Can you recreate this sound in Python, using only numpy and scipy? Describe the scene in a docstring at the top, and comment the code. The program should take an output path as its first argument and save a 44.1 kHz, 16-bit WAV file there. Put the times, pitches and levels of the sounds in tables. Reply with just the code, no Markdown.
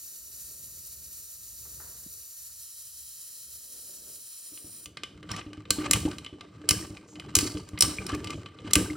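"""Open toilet tank, handled float

A phone held just above an open tank in a small bathroom. The fill valve hisses (shaped noise) while the phone
moves from the flapper to the float; a hand lifts the float arm and the hiss stops. The hand works the float:
the linkage rubs (grains), ticks and clacks twice against its stop (noise bursts), then the valve spits (noise);
the tank thuds (ringing modes), and the water sloshes (noise) and gulps (rising sines)."""
import sys
import numpy as np
from scipy import signal
from scipy.fft import rfft, irfft, next_fast_len
from scipy.io import wavfile
from scipy.ndimage import uniform_filter1d

SR = 44100
rng = np.random.default_rng(int(sys.argv[2]) if len(sys.argv) > 2 else 0)


def log_audio(samples):
    """Write samples as a 16-bit WAV file to the path given in sys.argv[1]."""
    # one column per channel
    frames = np.atleast_2d(samples).T
    # limit to full scale, then quantise
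    limited = np.clip(frames, -1, 1)
    pcm = np.round(limited * 32767).astype(np.int16)
    wavfile.write(sys.argv[1], SR, pcm)


N = 395136
TIME = np.arange(N) / SR
TOP_HZ = 15850  # upper band limit


def undb(db):
    """Decibels to gain."""
    return 10 ** (np.asarray(db) / 20)


def unit(x):
    """Scale to rms 1."""
    return x / np.sqrt(np.mean(x ** 2))


def curves(table):
    """Each column of a table as a control over time."""
    s, *columns = np.transpose(table)
    return [np.interp(TIME, s, column) for column in columns]


def at(points, hz):
    """Read (Hz, value) points on a log-frequency axis."""
    point_hz, value = np.transpose(points)
    return np.interp(np.log(hz + 1e-3), np.log(point_hz), value)


def bumps(rows, hz):
    """Resonant peaks and dips in dB."""
    return sum(db / (1 + (2 * (hz - f) / width) ** 2) for f, width, db in rows)


def colour(x, points, peaks=(), size=4096):
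    """Minimum-phase filter with a broad colour and narrow resonances."""
    hz = np.fft.rfftfreq(size, 1 / SR)
    cepstrum = irfft(np.log(undb(at(points, hz) + bumps(peaks, hz))))
    # fold the cepstrum to make the filter causal
    cepstrum[1:size // 2] *= 2
    cepstrum[size // 2 + 1:] = 0
    impulse = irfft(np.exp(rfft(cepstrum)))[:size // 2]
    return signal.fftconvolve(x, impulse)[:len(x)]


def noise():
    """White noise for the whole scene."""
    return rng.standard_normal(N)


def walk(rate_hz):
    """Random levels joined by ramps of 1 / rate_hz s; spread near 1."""
    step = int(SR / rate_hz)
    held = np.repeat(noise()[:N // step + 1], step)
    return 1.2 * uniform_filter1d(held, step)[:N]


def grains(rate_hz, spread_db):
    """Randomly timed tiny impacts of uneven size, rms 1."""
    hits = rng.random(N) < rate_hz / SR
    return unit(hits * np.sign(noise()) * undb(spread_db * np.clip(noise(), -2, 2)))


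def add(track, s, sound):
    """Mix a sound in at time s."""
    i = max(int(s * SR), 0)
    track[i:i + len(sound)] += sound[:N - i]


def swells(events, rise_s, fade_s):
    """Linear attack, hold and exponential release for each (s, hold s, dB)."""
    out, t = np.zeros(N), TIME[:SR]
    for s, hold_s, db in events:
        release = np.exp(-np.maximum(t - hold_s, 0) / fade_s)
        add(out, s, undb(db) * np.minimum(t / rise_s, 1) * release)
    return out


# Part that differs between the microphones: (frequency [Hz], gain [dB])
SIDE_GAIN = [(80, -30), (290, -23), (450, -8), (750, -5), (1300, -9), (2000, -13), (4500, -15), (6000, -10),
             (15000, -9)]


def stereo(mid, diffuse):
    """The diffuse part reaches the two microphones in opposite polarity."""
    side = colour(diffuse, SIDE_GAIN)
    return np.array([mid + side, mid - side])


# Hiss level: (time [s], level [dB before HISS_TRIM_DB])
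FLOW = [(0.0, -46), (3.7, -47), (4.5, -47)]
# Hiss colour: (frequency [Hz], relative density [dB])
HISS = [(300, -23), (900, -20), (1500, -19.5), (2200, -18.5), (3000, -13.5), (3650, -9.5), (3850, -6),
        (5000, -5.5), (6500, -1.5), (8500, -1), (11000, 0.5), (15500, -0.5)]
# Fixed valve-body resonances: (frequency [Hz], width [Hz], height [dB])
VALVE_BODY = [(880, 200, -7), (1280, 110, 7), (1830, 100, 6), (2150, 200, -3), (3450, 170, -12),
              (5750, 260, 9), (7080, 380, 8)]
# Standing waves between water and wall: (width [Hz], frequency over flapper [Hz], height over flapper [dB],
# frequency over float [Hz], height over float [dB])
STANDING = [(230, 3150, -4, 3170, 7), (200, 4620, 4, 4060, 6), (350, 5300, -3, 5030, 4),
            (350, 6300, -3, 6450, -5), (350, 7650, -5, 7500, -2), (250, 8500, 3, 8520, 4),
            (300, 9400, 3, 9450, 1), (260, 10280, 5, 9870, 8), (220, 10720, -7, 10150, -4),
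            (380, 11950, 6, 10480, 8), (300, 12500, -6, 11450, -1), (300, 13100, 3, 11720, 3),
            (400, 13800, -5, 12400, -10), (480, 14400, 6, 13550, 3)]
# Resonances of the cupped hand: (frequency [Hz], width [Hz], height [dB])
CUPPED = [(1130, 300, 8), (1900, 250, 0), (2480, 460, 9), (6400, 510, -11), (7900, 650, 0), (9180, 570, 15),
          (11600, 1300, -6), (15400, 2500, -1)]
HISS_TRIM_DB = 2
PHONE_MOVE_S, CUPPING_S = (2.34, 2.68), (3.96, 5)  # start, end
SHUT_S, SHUT_FADE_S, ECHO_FADE_S = 4.845, 0.017, 0.024


def valve(flutter_db=1.0, size=1024):
    """Water jets through the valve seat; valve body, standing waves and hand shape the hiss until it shuts."""
    hz, s, jet = signal.stft(rng.standard_normal((2, N)), SR, nperseg=size)
    hz = hz[:, None]
    moved = np.interp(s, PHONE_MOVE_S, [0, 1])
    cupped = np.interp(s, CUPPING_S, [0, 1])
    standing = [(f0 + (f1 - f0) * moved, width, db0 + (db1 - db0) * moved)
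                for width, f0, db0, f1, db1 in STANDING]
    fixed_db = at(HISS, hz) + bumps(VALVE_BODY, hz)
    moving_db = bumps(standing, hz) + cupped * bumps(CUPPED, hz)
    gain = undb(fixed_db + moving_db) * (hz < TOP_HZ + SR / size)
    level_gain = gain / np.sqrt(np.mean(gain ** 2, axis=0))
    hiss = signal.istft(jet * level_gain, SR)[1][:, :N]
    after = np.maximum(TIME - SHUT_S, 0)
    # jet cuts off fast, its echo lingers slightly longer
    opening = 0.87 * np.exp(-after / SHUT_FADE_S) + 0.091 * np.exp(-after / ECHO_FADE_S)
    return stereo(*hiss) * opening * undb(curves(FLOW)[0] + HISS_TRIM_DB + flutter_db * walk(35))


# Water moving as the tank fills: (time [s], rumble [dB before rumble_db], stirring [dB before stir_db])
CURRENT = [(0.0, -68.5, -74.5), (0.55, -57, -68), (1.45, -65, -75.5), (1.72, -53.5, -67), (2.15, -60, -71),
           (2.45, -65, -88), (2.9, -68.5, -84), (4.1, -67.5, -62), (4.35, -75, -82.5), (4.6, -80, -67)]
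# Rumble colour: (frequency [Hz], relative density [dB])
RUMBLE = [(25, -27.5), (58, 5), (80, 0), (105, -5.5), (150, -7.5), (250, -26.5), (600, -41.5)]
# Stirring colour: (frequency [Hz], relative density [dB])
STIR = [(120, -6), (250, -2.5), (380, -3), (600, -5), (850, -20.5), (1500, -16.5), (3000, -39),
        (12000, -62)]


def filling(rumble_db=-1, stir_db=1, heave_db=3):
    """Moving water: a heaving low noise rumble, and stirring made of dense grains."""
    rumble, stir = (undb(c) for c in curves(CURRENT))
    low = rumble * undb(rumble_db + heave_db * walk(8)) * unit(colour(noise(), RUMBLE))
    stirring = stereo(*(unit(colour(grains(1200, 2.8), STIR)) for _ in range(2)))
    return low + stir * undb(stir_db) * stirring


# Soft touches: (time [s], level [dB])
SCUFFS = [(1.651, -59.5), (1.799, -51), (2.491, -69)]


def scuff(touch_s=0.0089, slide_db=-7, slide_s=0.12, rise_s=0.0033):
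    """Something touches softly and slides for a moment: friction noise with a short and a long decay."""
    touches = [(s, 0, db) for s, db in SCUFFS]
    dull = [(200, -5), (900, -1), (1400, 3), (1900, -3), (2800, -33), (8000, -47)]
    friction = unit(colour(noise(), dull))
    slide = undb(slide_db) * swells(touches, rise_s, slide_s)
    return friction * (swells(touches, rise_s, touch_s) + slide)


def bump(s=2.062, peak_db=-41, ring_hz=175, ring_width_hz=60, ring_db=6):
    """A finger bumps the phone before it moves: one impulse through a dull resonance."""
    push = np.zeros(N)
    add(push, s, np.ones(1))
    dull_colour = [(60, -6), (170, 3), (300, 6), (450, -18), (1000, -41), (4000, -75)]
    dull = colour(push, dull_colour, [(ring_hz, ring_width_hz, ring_db)])
    return undb(peak_db) * dull / np.abs(dull).max()


# How hard the hand works the float: (time [s], effort [dB before each layer's trim])
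EFFORT = [(4.3, -87), (4.55, -69), (4.93, -60.5), (5.22, -50), (5.36, -44), (5.62, -53), (5.85, -38.5),
          (6.12, -43.5), (6.33, -53.5), (6.58, -47), (6.78, -41), (7.06, -56), (7.25, -45), (7.5, -47),
          (7.68, -50), (8.15, -38), (8.56, -51.5), (8.8, -39.5)]
# Slosh colour: (frequency [Hz], relative density [dB])
SLOSH = [(25, -40), (45, -36.5), (70, -0.5), (105, 4.5), (135, -2), (190, -1), (260, -11.5), (600, -51)]


def sloshing(slosh_db=-4, surge_db=-5, surge_rise_s=0.0058, surge_fade_s=0.069, rock_db=3):
    """Low noise: water rocks unevenly with the hand's effort and surges after each thud."""
    surge = swells([(s, 0, boom_db + surge_db) for s, _, boom_db in THUDS], surge_rise_s, surge_fade_s)
    rocking = undb(curves(EFFORT)[0] + slosh_db + rock_db * walk(11))
    return np.hypot(rocking, surge) * unit(colour(noise(), SLOSH))


def bubble(hz, cycles, glide):
    """A decaying sine for a pocket of air; pitch rises from hz by the fraction glide."""
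    length = int(cycles * SR / hz)
    age = np.arange(length) / length
    ring = np.sin(2 * np.pi * cycles * age * (1 + glide * age / 2))
    return ring * np.exp(-np.log(1000) * age) * np.minimum(age * cycles, 1)


def gurgle(low_hz, high_hz, cycles, spread_db, count):
    """Randomly timed bubbles of mixed sizes, rms 1."""
    out = np.zeros(N)
    for when, size, force in rng.random((count, 3)):
        hz = low_hz * (high_hz / low_hz) ** size
        add(out, when * N / SR, undb(spread_db * force) * bubble(hz, cycles, glide=0.15))
    return unit(out)


def knocking(gulp_db=-8, knock_db=-7, plop_db=-19, wake_db=-7, wake_rise_s=0.0083, wake_fade_s=0.041,
             lurch_db=3):
    """The float lurches on the tank (grains into its modes), gulps and plops (bubbles), more after each thud."""
    wake = swells([(s, 0, wall_db + wake_db) for s, wall_db, _ in THUDS], wake_rise_s, wake_fade_s)
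    gulps = stereo(*(gurgle(low_hz=257, high_hz=480, cycles=22, spread_db=12, count=360) for _ in range(2)))
    plops = gurgle(low_hz=477, high_hz=1710, cycles=27, spread_db=9, count=160)
    knock_colour = [(100, -22.0), (260, -6), (500, -1), (1200, 1.5), (4000, -17.0)]
    jostle = unit(colour(tank(grains(300, 4.0), TANK), knock_colour))
    drive = np.hypot(undb(curves(EFFORT)[0] + lurch_db * walk(25)), wake)
    return drive * (undb(gulp_db) * gulps + undb(plop_db) * plops + undb(knock_db) * jostle)


def chatter(t60_s, rise_s):
    """Dense micro-impacts: noise with its spectrum evened, with the energy of an envelope peaking near 1."""
    t = TIME[:SR // 16]
    decay = np.exp(-np.log(1000) * np.maximum(t - 2 * rise_s, 0) / t60_s)
    shape = np.minimum(t / rise_s, 1) * decay
    phase = np.angle(rfft(shape * rng.standard_normal(len(t))))
    even = irfft(np.exp(1j * phase)) * shape ** (1 / 4)
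    return even * np.linalg.norm(shape) / np.linalg.norm(even)


# Stem slides in its guide: (time [s], length [s], level [dB before rub_db])
SLIDES = [(5.285, 0.11, -34), (5.78, 0.18, -35.5), (6.05, 0.082, -43), (6.89, 0.079, -53),
          (7.28, 0.061, -41.5), (8.08, 0.067, -32.5), (8.25, 0.094, -42), (8.635, 0.11, -43.5)]
# Rubbing colour: (frequency [Hz], relative density [dB])
RUB = [(300, 3.5), (550, -1), (850, -1.5), (1200, 0.5), (1800, -4.5), (2800, -2), (5000, -9.5),
       (8500, -10.5), (11000, -41), (16000, -52.5)]


def rubbing(rub_db=-8, trickle_db=-15, slip_db=4, creep_db=-5, rise_s=.012, fade_s=0.017, settle_db=-33,
            settle_s=0.093, tick_db=-12):
    """Stick-slip grains excite the linkage: faint with the effort, louder in slides and after each stop."""
    creep = undb(curves(EFFORT)[0] + creep_db)
    settling = swells([(s + rebound_s, 0, settle_db) for s, rebound_s, *_ in STOPS], rise_s, settle_s)
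    slip = np.sqrt(creep ** 2 + swells(SLIDES, rise_s, fade_s) ** 2 + settling ** 2)
    rub = stereo(*(unit(colour(grains(2000, 2.4), RUB, LINKAGE)) for _ in range(2)))
    friction = rub * undb(rub_db + slip_db * walk(70))
    # many tiny bubbles break along the float's rim
    trickle = undb(trickle_db) * gurgle(low_hz=1150, high_hz=3270, cycles=70, spread_db=23, count=1300)
    # loose joints tick faintly at random
    ticks = signal.fftconvolve(grains(12, 3), chatter(t60_s=0.019, rise_s=0.00033))[:N]
    return slip * (friction + trickle) + creep * undb(tick_db) * unit(colour(ticks, RUB, LINKAGE))


# Modes of the tank and the air above the water: (frequency [Hz], t60 [s], level [dB])
TANK = [(73, 0.16, -3.5), (104.3, 0.17, 4), (157.3, 0.16, -5), (189, 0.28, -4), (285, 0.086, -0.5),
        (303.1, .24, 3), (361.8, 0.46, -10), (402, 0.4, -20.5), (567.5, 0.088, -11), (1250, .1, -34.5),
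        (1550, .1, -22.5)]


def tank(force, modes):
    """A force rings the tank's decaying sine modes."""
    t = TIME[:SR // 2]
    ring = sum(undb(db) * np.sin(2 * np.pi * hz * t) * np.exp(-np.log(1000) * t / t60_s)
               for hz, t60_s, db in modes)
    return signal.fftconvolve(force, ring)[:N]


# Float and hand on the tank: (time [s], wall push [dB before wall_db], deep push [dB before boom_db])
THUDS = [(4.52, -49, -66), (4.644, -42.5, -56), (4.866, -46.5, -53), (5.153, -52, -47.5), (5.313, -39, -37),
         (5.464, -33, -49), (5.577, -35, -46), (5.708, -30.5, -41), (5.784, -22, -46), (5.899, -32.5, -41),
         (5.945, -37, -31), (6.052, -18.5, -37), (6.327, -35.5, -51), (6.711, -29.5, -31),
         (6.903, -36.5, -42.5), (7.368, -25, -31), (7.428, -21, -45), (7.549, -27.5, -38),
         (7.733, -35.5, -39), (7.833, -33, -32), (7.879, -28, -51), (7.989, -37.5, -37), (8.128, -22, -36),
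         (8.352, -32, -42), (8.647, -32, -46), (8.675, -32, -52), (8.765, -15, -25.5), (8.906, -29.5, -60)]


def thuds(wall_db=-5, boom_db=2, push_s=0.0022, deep_modes=4):
    """Blunt pushes ring the walls; their deep part, shifting the water, drives the lowest modes."""
    wall, boom, t = np.zeros(N), np.zeros(N), TIME[:SR // 20]
    push = t * np.exp(-2 * np.pi * t / push_s)
    push = push / push.sum()
    for s, ring_db, deep_db in THUDS:
        add(wall, s, undb(ring_db + wall_db) * push)
        add(boom, s, undb(deep_db + boom_db) * push)
    return tank(boom, TANK[:deep_modes]) + tank(wall, TANK[deep_modes:])


# Single linkage clicks: (time [s], level [dB before body_db], treble [dB before treble_db], favoured pitch [Hz])
CLICKS = [(4.573, -37.5, -20, 8830), (4.857, -31.5, -4, 2930), (4.97, -23.5, -17, 1820),
          (5.034, -20, -13, 2960), (5.228, -35.5, -15.5, 1200), (5.29, -33, -16, 3050),
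          (5.314, -22.5, -7, 1180), (5.363, -27, -8, 1240), (5.411, -31, -30.5, 1170),
          (5.531, -32.5, -14, 1550), (5.653, -36.5, -21, 1160), (5.705, -11, -0.5, 7680),
          (5.843, -29, -14, 1170), (6.113, -25.5, -14.5, 1540), (6.183, -28, -8.5, 4020),
          (6.245, -32, -10.5, 3020), (6.262, -27.5, -19, 3010), (6.408, -27.5, -17.5, 1190),
          (6.969, -35.5, -13, 2170), (7.155, -36, -14, 2950), (7.197, -29, -10.5, 3150),
          (7.365, -17, 0, 7900), (7.57, -30, -19.5, 1170), (7.688, -38, -3.5, 1150),
          (7.775, -24.5, -22.5, 2070), (7.788, -34.5, 2.5, 1070), (8.065, -28, -2, 5500),
          (8.091, -28, -9, 1180), (8.118, -33, -8, 1140), (8.148, -34.5, -0.5, 2500),
          (8.243, -27.5, -7.5, 1180), (8.271, -26.5, -11.5, 2970), (8.304, -25, -8, 2490),
          (8.459, -29, -20, 1210), (8.586, -37.5, -26, 1170), (8.675, -35.5, -13, 2990),
          (8.709, -28.5, -5.5, 1170)]
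# Stop hits, then a spit: (time [s], rebound delay [s], first level [dB before body_db], first pitch [Hz],
# rebound level [dB before body_db], rebound pitch [Hz], spurt level [dB before spurt_db], whistle [Hz])
STOPS = [(5.910, .0225, -12.5, 7300, -10, 3270, -39.5, 8400),
         (6.689, .019, -11, 3120, -10, 2610, -39.5, 8350),
         (7.352, .0345, -9.5, 6130, -13.5, 4540, -34.5, 4550),
         (7.807, .015, -13, 9000, -8.5, 5520, -35, 8260), (8.733, 0.021, -12, 8200, -7, 2700, -41, 7900)]
FIRST_TREBLE_DB, REBOUND_TREBLE_DB = 2.5, -1.5  # at STOP_PITCH_HZ
STOP_PITCH_HZ, TREBLE_DB_PER_OCTAVE = 5100, 1  # a higher-pitched hit is also brighter
# dull tick that starts each thud, level relative to its wall push
THUD_TICK_DB, THUD_TICK_TREBLE_DB, THUD_TICK_HZ = -11, -26, 1200


def contacts():
    """Every plastic contact as (s, level dB, treble dB, pitch Hz): clicks, stops with rebounds, thud ticks."""
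    rows = list(CLICKS)
    for s, rebound_s, first_db, first_hz, second_db, second_hz, _, _ in STOPS:
        hits = [(s, first_db, FIRST_TREBLE_DB, first_hz),
                (s + rebound_s, second_db, REBOUND_TREBLE_DB, second_hz)]
        for when, db, treble_db, hz in hits:
            brighter_db = TREBLE_DB_PER_OCTAVE * np.log2(hz / STOP_PITCH_HZ)
            rows.append((when, db, treble_db + brighter_db, hz))
    return rows + [(s, wall_db + THUD_TICK_DB, THUD_TICK_TREBLE_DB, THUD_TICK_HZ) for s, wall_db, _ in THUDS]


# Contact colour: (frequency [Hz], relative density [dB])
CRACK = [(150, -8.5), (400, 1), (800, -11), (1200, -4.5), (1800, -5.5), (2700, 3), (4500, 2), (6500, 5),
         (9000, 6), (11500, 0.5), (13000, -6), (16000, -6.5)]
# Linkage resonances: (frequency [Hz], width [Hz], height [dB])
LINKAGE = [(1182, 92, 14.5), (1426, 8.9, -1), (1550, 17, 11.5), (2100, 48, 8.5), (2470, 50, 6.5),
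           (2870, 29, 4), (3024, 49, 9), (3535, 220, -6), (4017, 100, 6.5), (4620, 210, 2.5),
           (5500, 380, 4), (6500, 1100, -2.5), (7520, 60, 3.5), (8380, 220, 2.5), (9620, 160, 2)]


def clacks(body_db=-4, treble_db=2, top_loss=1.0, rise_s=0.00099, bright_t60_s=0.022, linger_per_db=0.027,
           focus_db=6, focus_width_hz=450, uneven_db=5, uneven_width_hz=260, uneven_count=14):
    """Contacts chatter and ring the linkage, with one favoured pitch and random peaks; duller ones last longer."""
    out = np.zeros(N)
    for s, db, bright_db, hz in contacts():
        shelf_db, dullness_db = bright_db + treble_db, max(-bright_db, 0)
        brightness = [(3500, 0.012), (6000, shelf_db), (14000, shelf_db - top_loss * dullness_db)]
        burst = chatter(bright_t60_s * (1 + linger_per_db * dullness_db), rise_s)
        # alternate peaks and dips at random pitches
        uneven = [(f, uneven_width_hz, uneven_db * (-1) ** k)
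                  for k, f in enumerate(rng.uniform(1550, 11000, uneven_count))]
        focus = [(hz, focus_width_hz, focus_db)]
        add(out, s, undb(db + body_db) * colour(burst, brightness, focus + uneven, size=512))
    return colour(out, CRACK, LINKAGE)


# Bathroom decay: (frequency [Hz], t60 [s])
ROOM_T60 = [(100, 0.46), (400, 0.98), (1200, 0.32), (3000, 0.41), (8000, 0.38), (14000, 0.42)]


def bathroom(x, onset_s=0.0027, size=256):
    """Dense echoes from hard walls: noise tails whose decay time depends on frequency."""
    hz, s, echoes = signal.stft(rng.standard_normal((2, SR)), SR, nperseg=size)
    decay = np.exp(-np.log(1000) * s / at(ROOM_T60, hz)[:, None]) * np.minimum(s / onset_s, 1)
    tails = signal.istft(echoes * decay, SR)[1]
    return stereo(*(signal.fftconvolve(x, tail / np.linalg.norm(tail))[:N] for tail in tails))


# Bubbles trapped by the float: (time [s], starting pitch [Hz], level [dB])
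BUBBLES = [(5.41, 2100, -41), (6.825, 1830, -40), (7.985, 2334, -21.5), (8.859, 1530, -36),
           (8.901, 2070, -30)]


def plips(cycles=65, glide=0.15):
    """The few bubbles that stand out, each a rising, decaying sine."""
    out = np.zeros(N)
    for s, hz, db in BUBBLES:
        add(out, s, undb(db) * bubble(hz, cycles, glide))
    return out


# Spurt colour: (frequency [Hz], relative density [dB])
SPIT = [(500, -12.5), (1500, -7.5), (3000, -3.5), (5000, 1), (7000, 2), (9200, -0.5), (10500, -7),
        (15000, -10)]


def spurts(spurt_db=-1, whistle_db=8, whistle_width_hz=350, sputter_db=4.0, rise_s=0.0097, fade_s=0.094,
           dull_s=.11, dull_hz=10000, drops_db=-5):
    """After each rebound a sputtering jet of noise and droplet grains turns dull and dies as the valve reseats."""
    out, t = np.zeros(N), TIME[:SR // 2]
    lowpass = signal.butter(4, dull_hz, fs=SR, output="sos")
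    spray = noise() + undb(drops_db) * grains(540, 4)
    for k, (s, rebound_s, *_, db, hz) in enumerate(STOPS):
        piece = spray[k * len(t):(k + 1) * len(t)]
        jet = unit(colour(piece, SPIT, [(hz, whistle_width_hz, whistle_db)] + list(LINKAGE)))
        dull = signal.sosfiltfilt(lowpass, jet)
        slowing = dull + (jet - dull) * np.exp(-t / dull_s)
        envelope = np.minimum(t / rise_s, 1) * np.exp(-t / fade_s)
        add(out, s + rebound_s, undb(db + spurt_db) * slowing * envelope)
    return out * undb(sputter_db * walk(120))


# Valve seeps while the float is held low: (time [s], length [s], level [dB])
SEEPS = [(7.072, .07, -59), (8.31, 0.06, -60)]


def seeping(hz=6800, width_hz=3000, focus_db=14, rise_s=0.008, fade_s=0.038):
    """A thin hiss slips past the valve seat: noise with one broad peak."""
    return swells(SEEPS, rise_s, fade_s) * unit(colour(noise(), SPIT, [(hz, width_hz, focus_db)]))


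def scene(clack_room_db=-10, thud_room_db=-13, spray_db=3):
    """The valve, the handled float and the room."""
    plastic, blows, bubbles = clacks(), thuds(), plips()
    echo = bathroom(undb(clack_room_db) * plastic + undb(thud_room_db) * (blows + bubbles))
    spray = stereo(spurts(), undb(spray_db) * spurts())
    water = valve() + filling() + sloshing() + spray + seeping() + bubbles
    handling = scuff() + bump() + knocking() + rubbing() + blows + plastic
    return water + handling + echo


# Phase lead of the right microphone over the left: (frequency [Hz], phase [rad])
LEAD = [(1800, 0), (3200, -.3), (4900, -.05), (5400, 1.05), (7000, 1.3), (11000, 1.4), (16000, 1.65)]
LOW_HZ = 48


def record(dry):
    """Two microphones shed deep bass and differ in treble phase; peaks are rounded, the top is cut."""
    size = next_fast_len(N + SR // 10)
    lead = at(LEAD, np.fft.rfftfreq(size, 1 / SR))
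    turn = np.exp(1j * np.outer([-1, 1], lead) / 2)
    lean = signal.sosfilt(signal.butter(3, LOW_HZ, "high", fs=SR, output="sos"), dry)
    heard = np.tanh(irfft(rfft(lean, size) * turn, size)[:, :N])
    return signal.sosfilt(signal.ellip(10, .2, 70, TOP_HZ, fs=SR, output="sos"), heard)


dry = scene()
out = record(dry)
log_audio(out)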